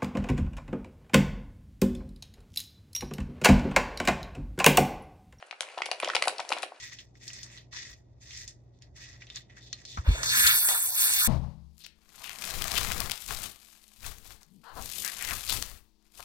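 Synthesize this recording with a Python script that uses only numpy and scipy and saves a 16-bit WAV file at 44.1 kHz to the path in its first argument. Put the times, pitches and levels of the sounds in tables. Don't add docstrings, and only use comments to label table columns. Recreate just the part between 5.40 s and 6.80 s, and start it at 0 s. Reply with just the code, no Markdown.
import sys
import numpy as np
from scipy import signal
from scipy.fft import rfft, irfft
from scipy.io import wavfile
from scipy.ndimage import uniform_filter1d

SR = 44100
rng = np.random.default_rng(int(sys.argv[2]) if len(sys.argv) > 2 else 0)


def volts_from_decibels(level):
    exponent = np.asarray(level, float) / 20
    return 10 ** exponent


def bounce(signal):
    frames = np.transpose(np.atleast_2d(signal))
    limited = np.clip(frames, -1, 1)
    pcm = np.round(limited * 32767).astype(np.int16)
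    wavfile.write(sys.argv[1], SR, pcm)


N = 61739

# f/Hz, density level/dB
AIR_COLOUR = [(18, -57), (30, -18), (144, 3), (843, 15), (1690, 19.5), (2650, -4), (4140, -26),
              (10200, -13), (11500, -31), (15000, -73), (22000, -120)]
# f/Hz, density level/dB
PAPER_COLOUR = [(71, -69), (120, -28), (656, 6.5), (1700, -2), (2800, 0.5), (3330, -12), (4180, -8.5),
                (10700, -10.5), (11500, -34), (15000, -53), (22000, -120)]
# f/Hz, width/Hz, level/dB
BAG_HOLLOWS = [(585, 590, -0.5), (2550, 930, -1.5), (4150, 1300, -3.5), (4760, 57, -28)]
# t/s, crackle level/dB
GRIP_LEVEL = [(0, -59), (.18, -61.5), (.25, -50.5), (.35, -51.5), (.45, -49.5), (.58, -52.5), (.66, -44.5),
              (.78, -42.5), (0.921, -47), (1.061, -49), (1.15, -43), (1.26, -52.5), (1.32, -58.5),
              (1.4, -58)]
# t/s, peak level/dB, ring f/Hz
PANEL_POPS = [(0.025, -36, 693), (0.127, -35.5, 768), (0.206, -34.5, 580), (0.216, -41, 633),
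              (0.279, -43.5, 560), (0.375, -27, 714), (0.386, -27, 934), (0.405, -28.5, 810),
              (0.418, -26, 1140), (0.46, -36, 850), (0.488, -32, 690), (0.514, -24, 663), (0.63, -21, 648),
              (0.676, -23.5, 625), (0.69, -25.5, 1100), (0.734, -30, 1300), (0.749, -20.5, 853),
              (0.764, -23.5, 860), (0.821, -25, 1200), (0.873, -16, 739), (0.8825, -24, 723),
              (0.925, -37.5, 524), (0.949, -40, 880), (0.994, -24, 892), (1.103, -27.5, 590),
              (1.118, -16.5, 880), (1.13, -29, 960), (1.166, -28.5, 714), (1.234, -26.5, 734),
              (1.319, -35, 700)]
# t/s, peak level/dB, ring f/Hz, treble share/dB, left-right/dB
CREASE_SNAPS = [(0.0251, -31.5, 1570, -54, 0), (0.1097, -28, 2200, -28, 9.5), (0.1258, -31.5, 1570, -39, 0),
                (0.2064, -18, 3230, -5, 8.5), (0.2158, -43.5, 4130, 6, 7), (0.2303, -34, 3100, -20, -9),
                (0.3786, -25, 2560, -39, 0), (0.3862, -31, 1700, -25, 17), (0.4191, -15.5, 2160, -55, 0),
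                (0.4569, -23.5, 3140, -7.5, 2), (0.4617, -28.5, 2540, -4, 4),
                (0.5135, -16.5, 2740, -12, 7.5), (0.523, -55, 2360, -28, -2), (0.5324, -32.5, 2380, -34, 4),
                (0.6, -19, 2230, -9, 0.5), (0.6239, -24.5, 2090, -36, -4), (0.6322, -33, 1990, -37, -12),
                (0.6364, -35, 2430, -31, -17), (0.6453, -16.5, 2780, -14.5, 0),
                (0.6554, -25.5, 2120, -31, 4), (0.6742, -22, 2040, -30, -1), (0.6852, -25, 2740, -14, 11),
                (0.6904, -47, 2790, -22, -12), (0.6994, -14, 1710, -40, -2),
                (0.735, -28, 1520, -32, -8), (0.7493, -13, 2630, -9.5, 6), (0.7534, -10.5, 2700, -21, 4.5),
                (0.7644, -11.5, 2440, -49, 1), (0.823, -11, 2000, -11.5, 3), (0.8265, -48, 1970, 9, 7),
                (0.8375, -24, 1830, -15, 3), (0.8532, -25, 2170, -3, 1), (0.8723, -19.5, 1490, -5, 0),
                (0.8803, -16, 4150, -2.5, 6), (0.9822, -39, 5000, -13, 13), (0.9944, -31.5, 1510, -38, -2),
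                (0.9998, -33, 4070, -50, 11), (1.0496, -37, 2470, -16, 14), (1.0905, -29.5, 6500, -9, 15),
                (1.1033, -24.5, 2120, -5.5, 1.5), (1.1236, -14, 2420, -22, 4), (1.1318, -30.5, 2630, -2, 5),
                (1.167, -40, 2660, -18, 10), (1.1754, -36, 2280, -23, 4), (1.1841, -25.5, 2700, -12, 10),
                (1.2221, -35.5, 3240, 6, 14.5), (1.2303, -21, 2670, -4.5, 6), (1.237, -28.5, 2400, -28, 6)]
# t/s, peak level/dB, ring f/Hz
FOLD_TICKS = [(.1108, -34, 3880), (.2068, -26, 5900), (.2071, -24.5, 1520), (.2074, -27, 2360),
              (.2490, -40, 2400), (0.269, -39, 2200), (.2760, -43, 4000), (.2875, -33, 2280),
              (0.3, -38.5, 2650), (.3170, -45, 4100), (.3790, -35.5, 4900), (.5148, -19, 4700),
              (.5195, -24, 2380), (.6458, -27, 4230), (.7505, -32, 9400), (.7548, -19, 5030),
              (.8236, -14, 4200), (0.8455, -33, 1400), (0.858, -31, 2190), (.8813, -16.5, 2620),
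              (.8818, -13, 4000), (.8945, -26, 1560), (.9830, -24.5, 4540), (0.996, -34, 3240),
              (1.0030, -24, 2500), (1.0912, -21, 5500), (1.167, -29.5, 2620), (1.1848, -26, 2670),
              (1.2310, -32, 9400)]
# t/s, length/s, rms level/dB, centre f/Hz, treble share/dB
WRINKLE_CRUNCHES = [
    (0.218, .012, -39, 4400, -15),
    (0.461, 0.0068, -33.5, 2640, -4),
    (.6260, 0.018, -35.5, 1980, -14),
    (0.836, 0.0077, -30, 2710, -11),
    (.9990, 0.0046, -35.5, 3280, -16),
    (1.116, 0.0098, -35.5, 2700, -1),
    (1.1300, 0.01, -34, 2330, -3),
    (1.171, .010, -39, 2130, -9),
    (1.2280, 0.012, -35, 2500, -10),
]
# t/s, peak level/dB, ring f/Hz
MORE_PANEL_POPS = [(.2295, -39.5, 1050), (.2800, -43, 1020), (.3020, -46, 780), (.3075, -50, 840),
                   (.3360, -44.5, 683), (.5185, -29.5, 756), (.5290, -33, 720), (.5500, -39.5, 696),
                   (.5830, -42, 670), (.8225, -27, 629), (0.8564, -32.5, 760), (.8930, -37, 745),
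                   (.9130, -41, 670), (.9320, -40.5, 760), (1.0025, -28.5, 700), (1.0480, -40, 820),
                   (1.0950, -41, 755), (1.1510, -44, 770), (1.1770, -33, 983), (1.2020, -37, 940)]
# t/s, peak level/dB, ring f/Hz
PANEL_THUDS = [
    (.630, -32.5, 356),
    (0.461, -42, 458),
    (.750, -27, 509),
    (0.872, -47.5, 328),
    (1.122, -39, 300),
    (1.232, -41.5, 370),
]
# f/Hz, t60/s
ROOM_DECAY = [(300, 0.56), (800, 0.095), (2100, 0.22), (5500, 0.15), (10000, 0.18)]
# f/Hz, shared part [ratio]
ROOM_SHARED = [(250, 14), (1000, 0.52), (8000, 0.25)]

AIR_DB, ROOM_DB = -63, -8
SPREAD = 0.82
CRACKLE_PER_S, CRACKLE_SPREAD_DB, CRACKLE_DB, RUB_DB = 4000, 3, -3, -5.5
POP_DB, POP_CYCLES, POP_RISE_S, POP_ROUGH, POP_PAN_DB, THUD_PAN_DB = 2, 6.7, 0.0025, 0.4, 3.5, -1
SNAP_DB, SNAP_T60_S, SNAP_RISE_S, SNAP_WIDTH = -2.5, 0.0058, 0.001018, 0.22
SHEET_DB, UPPER_DB, TREBLE_DB, TREBLE_T60_S = -2, -13.5, 10, 0.0064
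SHIVER_DB, SHIVER_T60_S, FIZZ_DB, FIZZ_T60_S = -14, 0.039, -18.5, 0.064
BRUSH_S, BRUSH_LEN_S, BRUSH_DB = 0.062, 0.017, -54
TICK_T60_S, TICK_RISE_CYCLES, TICK_ROUGH, TICK_PAN_DB = 0.0037, 1.9, 0.54, 3.5
CRUNCH_PER_S, CRUNCH_SPREAD_DB, CRUNCH_WIDTH, CRUNCH_PAN_DB = 4500, 1.5, 0.45, 3
LAG_S, EDGE_HZ, LOW_HZ = 0.000022, 10993, 300


def evened(x):
    return x / np.sqrt(np.mean(x ** 2) + 1e-20)


def peaked(x):
    return x / (abs(x).max() + 1e-20)


def read(points, hz):
    f, value = np.transpose(points)
    return np.interp(np.log(hz + 1), np.log(f + 1), value)


def colour(x, points):
    size = x.shape[-1]
    hz = np.fft.rfftfreq(size, 1 / SR)
    return irfft(rfft(x) * volts_from_decibels(read(points, hz)), size)


def ring(x, hz, width):
    r = np.exp(-np.pi * width / SR)
    return signal.lfilter([1, 0, -1], [1, -2 * r * np.cos(2 * np.pi * hz / SR), r * r], x)


def fade(t, t60):
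    return volts_from_decibels(-60 * t / t60)


def place(mix, s, sound, pan_db):
    part = mix[:, round(s * SR):][:, :sound.shape[-1]]
    part += volts_from_decibels(np.array([[pan_db / 2], [-pan_db / 2]])) * sound[..., :part.shape[1]]


def air():
    z = rng.standard_normal((3, N))
    return volts_from_decibels(AIR_DB) * evened(colour(z[0] + 1.5 * z[1:], AIR_COLOUR))


def crackle():
    size = volts_from_decibels(CRACKLE_SPREAD_DB * np.minimum(rng.exponential(1, N), 3.2))
    size = size * (rng.random(N) < CRACKLE_PER_S / SR)
    size = size * rng.choice([-1., 1.], N)
    patch = rng.integers(0, len(BAG_HOLLOWS) + 1, N)
    side = rng.uniform(4.5, 5, N)
    clumps = volts_from_decibels(3.15 * evened(uniform_filter1d(side - side.mean(), size=300)))
    pair = size * clumps * volts_from_decibels(np.array([side / 2, -side / 2]))
    flat = colour(pair * (patch == len(BAG_HOLLOWS)), PAPER_COLOUR)
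    grains = volts_from_decibels(-6.0) * evened(ring(flat, 1620, 2400))
    for k, (hz, width, db) in enumerate(BAG_HOLLOWS):
        hollow = ring(ring(pair * (patch == k), hz, width), hz, hz)
        grains = grains + volts_from_decibels(db - 6.0) * evened(hollow)
    z = rng.standard_normal((3, N))
    rub = evened(colour(z[0] + 1.16 * z[1:], PAPER_COLOUR))
    s, db = np.transpose(GRIP_LEVEL)
    grip = volts_from_decibels(np.interp(np.arange(N) / SR, s, db))
    return grip * (volts_from_decibels(CRACKLE_DB) * evened(grains) + volts_from_decibels(RUB_DB) * rub)


def pop(db, hz, chance):
    t = np.arange(len(chance)) / SR
    shape = (1 - np.exp(-t / POP_RISE_S)) ** 2 * fade(t * hz, POP_CYCLES)
    rough = evened(ring(ring(chance, 1.505 * hz, 0.44 * hz), hz, 2 * hz))
    tone = np.sin(2 * np.pi * hz * t) + POP_ROUGH * rough
    return volts_from_decibels(db + POP_DB) * peaked(tone * shape)


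def snap(db, hz, treble_db, chance):
    t = np.arange(chance.shape[1]) / SR
    rise = np.minimum(t / SNAP_RISE_S, 1) ** 2
    after = np.maximum(t - SNAP_RISE_S, 0)
    burst = rise * fade(after, SNAP_T60_S)
    jolt = np.arange(len(t)) == round(SNAP_RISE_S * SR)
    apart = SPREAD * chance[4:]

    fold = ring(burst * chance[0] + 2.44 * jolt, hz, SNAP_WIDTH * hz)
    fold = peaked(ring(fold, hz, 2.75 * hz))
    sheet = ring(colour(chance[1] + apart, PAPER_COLOUR), hz, 2.0 * hz)
    sheet = peaked(sheet * burst)
    upper = ring(chance[1] * burst + jolt, 1.6 * hz, 0.5 * hz)
    upper = peaked(ring(upper, 1.75 * hz, hz))
    grain = volts_from_decibels(6.1 * evened(uniform_filter1d(chance[0], size=70)))
    shiver = evened(ring(colour((chance[3] + apart) * grain, PAPER_COLOUR), hz, 2.1 * hz))
    shiver = shiver * rise * volts_from_decibels(SHIVER_DB) * fade(after, SHIVER_T60_S)
    body = fold + volts_from_decibels(SHEET_DB) * sheet + volts_from_decibels(UPPER_DB) * upper + shiver
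    body = signal.lfilter(*signal.butter(2, min(2.62 * hz, SR / 4), fs=SR), body)

    hiss = np.diff(chance[2] + apart, prepend=0)
    hiss = evened(signal.lfilter([1, -1, -1, 1], 1, hiss))
    crack = peaked(hiss * rise * fade(after, TREBLE_T60_S))
    fizz = hiss[:, ::-1] * rise * volts_from_decibels(FIZZ_DB) * fade(after, FIZZ_T60_S)
    return volts_from_decibels(db + SNAP_DB) * (body + volts_from_decibels(treble_db + TREBLE_DB) * (crack + fizz))


def brush():
    t = np.arange(2048) / SR
    slide = np.sin(np.pi * np.clip(t / BRUSH_LEN_S, 0, 1) ** 0.5)
    return volts_from_decibels(BRUSH_DB) * slide * evened(np.diff(rng.standard_normal(2049)))


def folds():
    mix = np.zeros((2, N))
    for s, db, hz, treble_db, pan_db in CREASE_SNAPS:
        place(mix, s, snap(db, hz, treble_db, rng.standard_normal((6, 6144))), pan_db)
    for s, db, hz in PANEL_POPS:
        place(mix, s, pop(db, hz, rng.standard_normal(4096)), POP_PAN_DB)
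    for s, db, hz in PANEL_THUDS:
        place(mix, s, pop(db, hz, rng.standard_normal(4096)), THUD_PAN_DB)
    place(mix, BRUSH_S, brush(), POP_PAN_DB)
    return mix


def tick(db, hz, chance):
    t = np.arange(len(chance)) / SR
    turns = t * hz
    shape = (1 - np.exp(-turns / TICK_RISE_CYCLES)) * fade(t, TICK_T60_S)
    tone = np.sin(2 * np.pi * turns) + TICK_ROUGH * evened(ring(chance, hz, hz))
    return volts_from_decibels(db) * peaked(tone * shape)


def crunch(length, db, hz, treble_db, chance):
    t = np.arange(chance.shape[1]) / SR
    size = volts_from_decibels(-CRUNCH_SPREAD_DB * np.log(chance[1] + 0.00082))
    slips = size * np.sign(chance[2] - 0.5) * (chance[0] < CRUNCH_PER_S / SR)
    heard = slips * (1 + SPREAD * (chance[4:] - 0.5))
    patch = np.floor(3 * chance[3])
    body = 0
    for k, part in enumerate([0.6, 1, 1.6]):
        rung = ring(heard * (patch == k), part * hz, CRUNCH_WIDTH * hz)
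        body = body + evened(ring(rung, part * hz, hz))
    edge = evened(np.diff(heard + 0.9 * (chance[4:] - 0.5), n=2, prepend=[[0, 0], [0, 0]]))
    swell = np.sin(np.pi * np.clip(t / length, 0, 1) ** 0.62)
    return volts_from_decibels(db) * swell * (evened(body) + volts_from_decibels(treble_db) * edge)


def wrinkles():
    mix = np.zeros((2, N))
    for (s, length, db, hz, treble_db), chance in zip(WRINKLE_CRUNCHES, rng.random((12, 6, 1024))):
        place(mix, s, crunch(length, db, hz, treble_db, chance), CRUNCH_PAN_DB)
    for (s, db, hz), chance in zip(FOLD_TICKS, rng.standard_normal((40, 512))):
        place(mix, s, tick(db, hz, chance), TICK_PAN_DB)
    for (s, db, hz), chance in zip(MORE_PANEL_POPS, rng.standard_normal((40, 2048))):
        place(mix, s, pop(db, hz, chance), POP_PAN_DB)
    return mix


def room(x):
    shape = (3, SR // 2)
    taps = rng.standard_normal(shape) * (rng.random(shape) < 0.06)
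    taps = taps * (np.arange(SR // 2) > 60)
    hz, t, z = signal.stft(taps, SR, nperseg=256)
    same = read(ROOM_SHARED, hz)[:, None]
    z = (same * z[0] + z[1:]) / np.sqrt(1 + same ** 2)
    tail = signal.istft(z * fade(t, read(ROOM_DECAY, hz)[:, None]), SR, nperseg=256)[1]
    return signal.fftconvolve(x[None], tail / np.linalg.norm(tail[0]), axes=1)[:, :N]


def scene():
    bag = folds() + crackle() + wrinkles()
    hz = np.fft.rfftfreq(N, 1 / SR)
    lag = LAG_S * np.array([[0], [1]])
    direct = irfft(rfft(bag) * np.exp(-2j * np.pi * hz * lag), N)
    return direct + volts_from_decibels(ROOM_DB) * room(bag.mean(0)) + air()


def band_limit(x):
    return signal.sosfilt(signal.butter(12, 12420, fs=SR, output="sos"), x)


def record(dry):
    low = signal.sosfilt(signal.butter(3, LOW_HZ, "high", fs=SR, output="sos"), dry)
    over = np.fft.rfftfreq(N, 1 / SR) - EDGE_HZ
    edge_db = -32 * np.clip(over / 300, 0, 1) - 0.006 * np.clip(over, 0, None)
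    band = irfft(rfft(low) * volts_from_decibels(edge_db), N)
    mix = band + volts_from_decibels(-21) * band ** 2
    return band_limit(mix)


dry = scene()
out = record(dry)
bounce(out)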